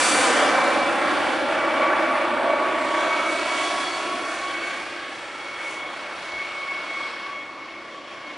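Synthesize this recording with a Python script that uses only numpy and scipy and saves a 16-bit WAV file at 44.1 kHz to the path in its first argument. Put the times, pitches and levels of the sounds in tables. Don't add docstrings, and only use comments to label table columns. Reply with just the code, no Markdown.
import sys
import numpy as np
from scipy import signal
from scipy.fft import rfft, irfft, next_fast_len
from scipy.io import wavfile
from scipy.ndimage import uniform_filter1d

SR = 44100
rng = np.random.default_rng(int(sys.argv[2]) if len(sys.argv) > 2 else 0)


def int16_out(signal):
    q = np.round(np.clip(np.atleast_2d(signal).T, -1, 1) * 32767)
    wavfile.write(sys.argv[1], SR, q.astype(np.int16))


def volts_from_decibels(level):
    exponent = np.asarray(level, float) / 20
    return 10 ** exponent


N = 369116
TIME = np.arange(N) / SR
SIZE = next_fast_len(N)

# [t/s, level/dB]
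ROTOR = [(0, -26), (.3, -23), (.56, -22), (.9, -24.5), (1.42, -28.5), (1.9, -23), (2.2, -25), (2.45, -23.5),
         (2.8, -27.5), (3.05, -26.5), (3.4, -30), (4.2, -34.5), (5.1, -43.5), (5.7, -40), (6.9, -39.5),
         (7.6, -46), (8.37, -44)]
# [t/s, level/dB]
TURBINE = [(0.0, -31.5), (0.09, -30), (0.65, -45), (1.96, -51), (2.58, -52), (3.12, -46), (3.45, -45),
           (3.71, -39), (3.98, -44.5), (4.64, -48), (5.06, -53), (5.57, -52), (5.71, -48), (5.85, -53),
           (7.08, -53), (7.51, -60), (8.21, -59.5), (8.37, -59.5)]
ROTOR_MEAN_DB, TURBINE_MEAN_DB = -34, -49.5
MIDWAY_S, FAR_FROM_S = 4.2, 5.5
# [lower f/Hz, upper f/Hz]
REGIONS = [(25, 140), (180, 450), (450, 1000), (1300, 2100), (2450, 3200), (4800, 6500), (7500, 10800)]
# [midway level/dB, share of rotor swings, share of turbine swings,
# loss/(dB/s), further loss once far/(dB/s)]
FOLLOWS = [(-60, 0.12, .05, 1.25, .01), (-41.5, 0.48, .01, 1.5, -1.4), (-35, 1, .01, 0.17, -0.1),
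           (-35, 0.52, 0.19, 0.33, 1), (-40, 0.16, 0.45, 0.67, 0.17), (-50, 0.025, 1.09, -0.1, -1.1),
           (-54, 0.005, 1.3, 0.31, 1.5)]
# [t/s, level/dB, length/s, centre f/Hz]
EDDIES = [(.45, 3.5, 0.2, 1100), (1.198, 3, 0.23, 300), (1.344, 1.5, 0.16, 1100), (2.25, -3, .08, 300),
          (2.78, -3, .07, 6000), (2.96, 2, 0.059, 8000), (3.015, 3.5, 0.048, 600),
          (3.202, 2.5, 0.064, 1700), (3.32, 3, .07, 9000), (3.7, -1.5, .06, 8000), (3.848, -3, 0.078, 9000),
          (3.92, -2, .07, 300), (4.15, 4.5, 0.11, 300), (4.333, 2.5, .1, 8000), (4.6, 2.5, 0.17, 1800),
          (4.66, 3, .06, 8000), (4.95, 0.5, 0.08, 1700), (5.59, 3.5, 0.07, 1700), (5.75, -3.5, .07, 2000),
          (6.25, 2.5, .1, 7000), (6.598, -4.5, 0.17, 300), (6.8, -3, .08, 6000), (7.12, 3.5, 0.22, 2090),
          (8.05, -2.5, 0.1, 2000), (0.288, -3, 0.21, 2940), (4.28, 1, .1, 1100), (2.4, -1, 0.12, 1800),
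          (7.55, 3.5, .1, 300)]
EDDY_OCTAVES = 0.76
# [f/Hz, density level/dB]
NOISE_COLOUR = [(35, -41.5), (140, -19.5), (200, -16), (325, -0.5), (440, -8), (610, 1.5), (790, -3),
                (1050, -3.5),
                (1520, -5), (1830, -8), (2600, -12.5), (4000, -18), (6500, -24), (9000, -22), (11000, -28.5)]
# [f/Hz, side minus mid level/dB]
WIDTH = [(30, -14), (100, -1.5), (250, -16.5), (500, -16.5), (1500, -15), (4000, -12.5), (6500, -8.5),
         (10000, -14.5)]
# [t/s, added side level/dB]
BASS_WIDTH = [(0, 4), (1, 5), (2.5, -0.5), (4, -5), (5, -14), (8.37, -14)]
# [f/Hz, side share a quarter turn off the middle]
PORT_LEAD = [(80, 0), (260, -0.26), (700, -0.024)]
# [t/s, depth in the mids/dB]
THROB = [(0, .8), (1, 1.2), (3, 1.1), (4, .5), (8.37, .4)]
# [t/s, lag/ms, strength of its lows (0-1), strength of its mids (0-1)]
GROUND = [(0, 3.93, 0.45, .2), (.8, 3.83, 0.47, 0.34), (1.4, 3.56, 0.55, 0.1), (2, 3.43, 0.52, 0.1),
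          (3, 3.24, 0.64, .4), (3.5, 3.02, .75, .45), (4, 2.94, 0.5, 0.54), (4.5, 2.6, 0.4, 0.5),
          (5, 2.49, .2, 0.7), (5.4, 2.18, 0.47, 0.1), (5.9, 2, 0.2, 0), (7, 2.25, .01, .07),
          (8.37, 1.74, 0, .1)]
GROUND_SPLIT_HZ, GROUND_TOP_HZ = 1050, 2400
# [multiple of the blade rate, level over the rumble/dB]
THUMP = [(1, -17), (2, -14.5), (3, -7.5), (4, -10), (7, 0)]

# [t/s, f/Hz]
FAN_PITCH = [(0, 1165.7), (1.6, 1137), (2.0, 1133.7), (2.5, 1133), (2.8, 1130.9), (3.2, 1124.4),
             (3.6, 1119.7), (4.4, 1115.9), (5.6, 1107), (6.8, 1104.9), (7.2, 1101.6), (8.37, 1097)]
FAN_PER_BLADE = 35.85
# [harmonic, smear f/Hz, smeared share (0-1)]
FAN_SMEAR = [(1, 6, .18), (2, 15, .32), (3, 14, .7)]
# [t/s, peak level/dB, length/s]
FLARES_1 = [(.42, -37, 0.11), (1.156, -35, .08), (1.38, -41, 0.11), (1.66, -30.5, .09),
            (1.827, -24.5, 0.073), (2.097, -29.5, 0.15), (2.643, -28.5, 0.14), (3.04, -27, 0.14),
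            (3.677, -30, 0.16), (4.153, -31.5, 0.16), (4.438, -33.5, .1), (4.753, -38, 0.064),
            (5.045, -44.5, 0.091), (5.95, -43, 0.14), (6.686, -42.5, 0.079), (6.996, -39.5, .08),
            (7.254, -45, .1), (7.564, -45.5, 0.14), (8.145, -40, 0.046)]
# [t/s, peak level/dB, length/s]
FLARES_2 = [(.13, -35, 0.06), (.58, -34, 0.065), (.8, -32.5, 0.051), (1.1, -41, 0.084), (1.8, -33.5, 0.17),
            (2.53, -37, 0.046), (2.8, -47, 0.084), (3.12, -30.5, 0.11), (3.3, -32.5, 0.083),
            (3.45, -31.5, 0.12), (3.78, -35.5, 0.15), (4.33, -39.5, 0.091), (4.62, -34.5, 0.14),
            (5.08, -44, 0.15), (5.36, -45, .1), (5.67, -35, 0.19), (6.12, -43.5, 0.14), (6.44, -34, 0.14),
            (6.71, -32, 0.099), (7.0, -32, 0.095), (7.2, -40, 0.12), (7.4, -36.5, 0.074),
            (7.6, -41.5, 0.055), (7.75, -40, 0.058), (7.9, -47, .06), (8.15, -46, .08), (8.3, -47, .08)]
# [t/s, peak level/dB, length/s]
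FLARES_3 = [(.1, -38.5, .2), (1.0, -49, .1), (1.4, -52, .12), (1.82, -53, 0.11), (2.24, -48, 0.054),
            (3.1, -42, 0.082), (3.4, -53, 0.11), (3.78, -38, 0.14), (4.3, -48, 0.4), (5.5, -51, .12),
            (5.85, -42.5, 0.057), (7.0, -48, 0.18), (7.4, -48, .1), (8.15, -51, 0.068)]
FAN_UNDER_DB = [-13, -8, -11]
# [t/s, level/dB]
CHOP = [(0, -50), (1.7, -52), (2.0, -36), (2.4, -47), (2.95, -43), (3.3, -56), (4.4, -52), (6.0, -51.5),
        (6.9, -42), (7.5, -45), (7.9, -50), (8.37, -48)]
# [blade rates from the whine, level over the first/dB]
SIDE_LINES = [(2, -7), (3, -10), (-1, -8), (-2, -7)]
# [t/s, f/Hz]
WHISTLE_PITCH = [(0, 4575), (1.5, 4505), (3, 4485), (4.5, 4440), (6, 4430), (8.37, 4390)]
# [t/s, peak level/dB, length/s]
WHISTLE_FLARES = [(1.15, -47, .1), (3.92, -39.5, 0.06), (4.62, -48, .1), (7.0, -58, 0.18)]
# [multiple of the fan pitch, level over the first/dB]
UPPER_WHISTLE = (5.13, -4.5)
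# [t/s, peak level/dB, length/s]
GEAR_FLARES = [(1.3, -39, .4), (3.3, -38.5, 0.17), (4.2, -51, .3), (5.5, -45, 0.27), (6.2, -51, 0.33)]
GEAR_PER_FAN = 1.206

# [f/Hz, width/Hz, level/dB]
YARD_MODES = [(349, 15, -3.5), (573, 94, -6)]
# [t/s, level/dB]
YARD_LEVEL = [(0, -45), (3.4, -45), (4.6, -39.5), (5.5, -47.5), (7, -49.5), (8.37, -49)]
# [t/s, level/dB, f/Hz, length/s]
BUMP = (6.36, -53, 65, .035)
# [t/s, left minus right level/dB]
PAN = [(0.0, -1), (0.86, -1.0), (2.28, -1), (2.84, -1.5), (4.31, -1), (6.81, -1), (8.37, -0.5)]
# [f/Hz, left minus right level/dB]
CAPSULES = [(60, 3), (110, 0), (190, 1), (350, -0.5), (1130, -0.5), (2020, 0.5), (3630, 0), (11700, 0.5)]


def curves(table):
    s, *columns = np.transpose(table)
    return np.array([np.interp(TIME, s, column) for column in columns])


def at_hz(table, hz):
    f, value = np.transpose(table)
    return np.interp(np.log(hz), np.log(f), value)


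def walk(rate):
    k = int(SR / rate)
    held = np.repeat(rng.standard_normal(int(N / 200))[:N // k + 1], k)
    slewed = uniform_filter1d(uniform_filter1d(held, k), k)[:N]
    return slewed / slewed.std()


def bell(s, length):
    return np.exp(-((TIME - s) / length) ** 2)


def flares(rows, bed_db):
    return np.sqrt(volts_from_decibels(2 * bed_db) + sum(volts_from_decibels(2 * db) * bell(s, length) for s, db, length in rows))


def tone(phase, smear_hz, share):
    step = 16
    pole = np.exp(-2 * np.pi * smear_hz * step / SR)
    draws = rng.standard_normal((2, N // step + 1))
    slow = signal.lfilter([np.sqrt((1 - pole ** 2) / 2)], [1, -pole], draws)
    re, im = (np.interp(np.arange(N) / step, np.arange(len(c)), c) for c in slow)
    in_phase = np.sqrt(1 - share) + np.sqrt(share) * re
    quadrature = np.sqrt(share) * im
    return np.sqrt(2) * (in_phase * np.cos(phase) - quadrature * np.sin(phase))


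def region_levels():
    rotor = curves(ROTOR)[0] - ROTOR_MEAN_DB
    turbine = curves(TURBINE)[0] - TURBINE_MEAN_DB
    far = np.maximum(TIME - FAR_FROM_S, 0)
    levels = np.array([db + a * rotor + b * turbine - loss * (TIME - MIDWAY_S) - more * far
                       for db, a, b, loss, more in FOLLOWS])
    centres = np.sqrt(np.prod(REGIONS, axis=1, keepdims=True))
    for s, db, length, hz in EDDIES:
        spread = np.exp(-(np.log2(centres / hz) / EDDY_OCTAVES) ** 2)
        levels = levels + db * spread * bell(s, length)
    return levels


def roar(blade, levels):
    hz = np.maximum(np.fft.rfftfreq(SIZE, 1 / SR), 1)
    colour = volts_from_decibels(at_hz(NOISE_COLOUR, hz))
    gains_db = levels - [[10 * np.log10(np.sum(colour[(hz > lo) & (hz < hi)] ** 2) * 2 / SIZE)]
                         for lo, hi in REGIONS]
    places = np.log([np.sqrt(lo * hi) for lo, hi in REGIONS])
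    noise = rfft(rng.standard_normal((2, SIZE))) * colour
    noise[1] *= volts_from_decibels(at_hz(WIDTH, hz))
    noise[1] += 1j * at_hz(PORT_LEAD, hz) * noise[0]
    beat = np.cos(blade + .45)
    throb_db = curves(THROB)[0] * beat
    wide_db = curves(BASS_WIDTH)[0]
    gust, flutter = walk(3.24), walk(14.)
    out = 0
    for centre in 25 * 2 ** (np.arange(28) / 3):
        window = np.cos(np.clip(3 * np.log2(hz / centre), -1, 1) * np.pi / 2) ** 2
        place = np.interp(np.log(centre), places, np.arange(len(REGIONS)))
        k = min(int(place), len(REGIONS) - 2)
        db = gains_db[k] + (place - k) * (gains_db[k + 1] - gains_db[k])
        treble = min(centre / 3200.0, 1)
        db = db + treble * (.5 * gust + 0.8 * flutter) + 1.26 * walk(9.)
        db = db + (throb_db * min(centre / 600, 1) if centre < 2200 else .6 * beat)
        bass = np.clip(np.log2(900 / centre) / 2, 0, 1)
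        gain = volts_from_decibels(np.array([db, db + bass * wide_db]))
        out = out + gain * irfft(noise * window, SIZE)[:, :N]
    return out


def ground_echo(x):
    lag_ms, lows, mids = curves(GROUND)
    lag = (lag_ms + .015 * walk(6.)) * SR / 1000
    late = np.array([np.interp(np.arange(N) - lag, np.arange(N), c) for c in x])
    low, dull = (signal.sosfiltfilt(signal.butter(2, hz, fs=SR, output="sos"), late)
                 for hz in (GROUND_SPLIT_HZ, GROUND_TOP_HZ))
    echo = lows * low + mids * (dull - low)
    return (x + echo) / np.sqrt(1 + 0.4 * (lows ** 2 + mids ** 2))


def rotor_thump(blade, rumble_db):
    return sum(volts_from_decibels(rumble_db + db) * tone(round(k) * blade, 1.5, .6) for k, db in THUMP)


def fan_harmonics(phase, levels):
    _, _, low_db, mid_db, high_db, _, _ = levels
    out = 0
    for (k, smear_hz, share), rows, around_db, under_db in zip(
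            FAN_SMEAR, (FLARES_1, FLARES_2, FLARES_3), (low_db, mid_db, high_db), FAN_UNDER_DB):
        out = out + flares(rows, around_db + under_db) * tone(k * phase, smear_hz, share)
    return out


def wake_chop(phase, blade):
    chop_db = curves(CHOP)[0] + 2.0 * walk(9.0)
    return sum(volts_from_decibels(chop_db + db) * tone(phase + round(n) * blade, 4., .5)
               for n, db in [(1, 0.005), *SIDE_LINES])


def turbine_whistles(phase, hiss_db):
    bed_db = hiss_db - 5
    multiple, upper_db = UPPER_WHISTLE
    first = 2 * np.pi * np.cumsum(curves(WHISTLE_PITCH)[0]) / SR
    out = flares(WHISTLE_FLARES, bed_db) * tone(first, 32., .92)
    return out + volts_from_decibels(bed_db + upper_db) * tone(multiple * phase, 60., 1.)


def gear_mesh(phase, low_db):
    return flares(GEAR_FLARES, low_db - 16.5) * tone(GEAR_PER_FAN * phase, 8., .7)


def whines(phase, blade, levels):
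    lines = fan_harmonics(phase, levels) + wake_chop(phase, blade)
    lines = lines + turbine_whistles(phase, levels[5]) + gear_mesh(phase, levels[2])
    return lines * volts_from_decibels(.15 * TIME * walk(16.))


def hand_bump():
    s, db, hz, length = BUMP
    return volts_from_decibels(db) * bell(s, length) * np.sin(2 * np.pi * hz * (TIME - s))


def yard():
    noise = rng.standard_normal(N)
    out = sum(volts_from_decibels(db) * signal.lfilter(*signal.iirpeak(hz, hz / width, fs=SR), noise)
              for hz, width, db in YARD_MODES)
    return volts_from_decibels(curves(YARD_LEVEL)[0]) * out / out.std()


def scene():
    phase = 2 * np.pi * np.cumsum(curves(FAN_PITCH)[0]) / SR
    blade = phase / FAN_PER_BLADE
    levels = region_levels()
    mid, side = ground_echo(roar(blade, levels))
    whine = whines(phase, blade, levels)
    low = rotor_thump(blade, levels[0])
    mid = mid + whine + low + hand_bump() + yard()
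    side = side + volts_from_decibels(-20.5) * np.roll(whine, 700)
    side = side + volts_from_decibels(curves(BASS_WIDTH)[0] - 16) * np.roll(low, 9000)
    pan_db = curves(PAN)[0]
    return np.array([(mid + side) * volts_from_decibels(pan_db / 2), (mid - side) * volts_from_decibels(-pan_db / 2)])


def top_cut(x):
    return signal.sosfilt(signal.butter(12, 12340, fs=SR, output="sos"), x)


def record(dry):
    hz = np.maximum(np.fft.rfftfreq(SIZE, 1 / SR), 1)
    lean_db = at_hz(CAPSULES, hz) + 0.58
    top = np.clip((11060 - hz) / 120, 0, 1)
    rounded = np.tanh(1.1 * dry) / 1.1
    response = top * volts_from_decibels(np.array([lean_db, -lean_db]) / 2)
    mix = irfft(rfft(rounded, SIZE) * response, SIZE)[:, :N]
    return top_cut(mix)


dry = scene()
out = record(dry)
int16_out(out)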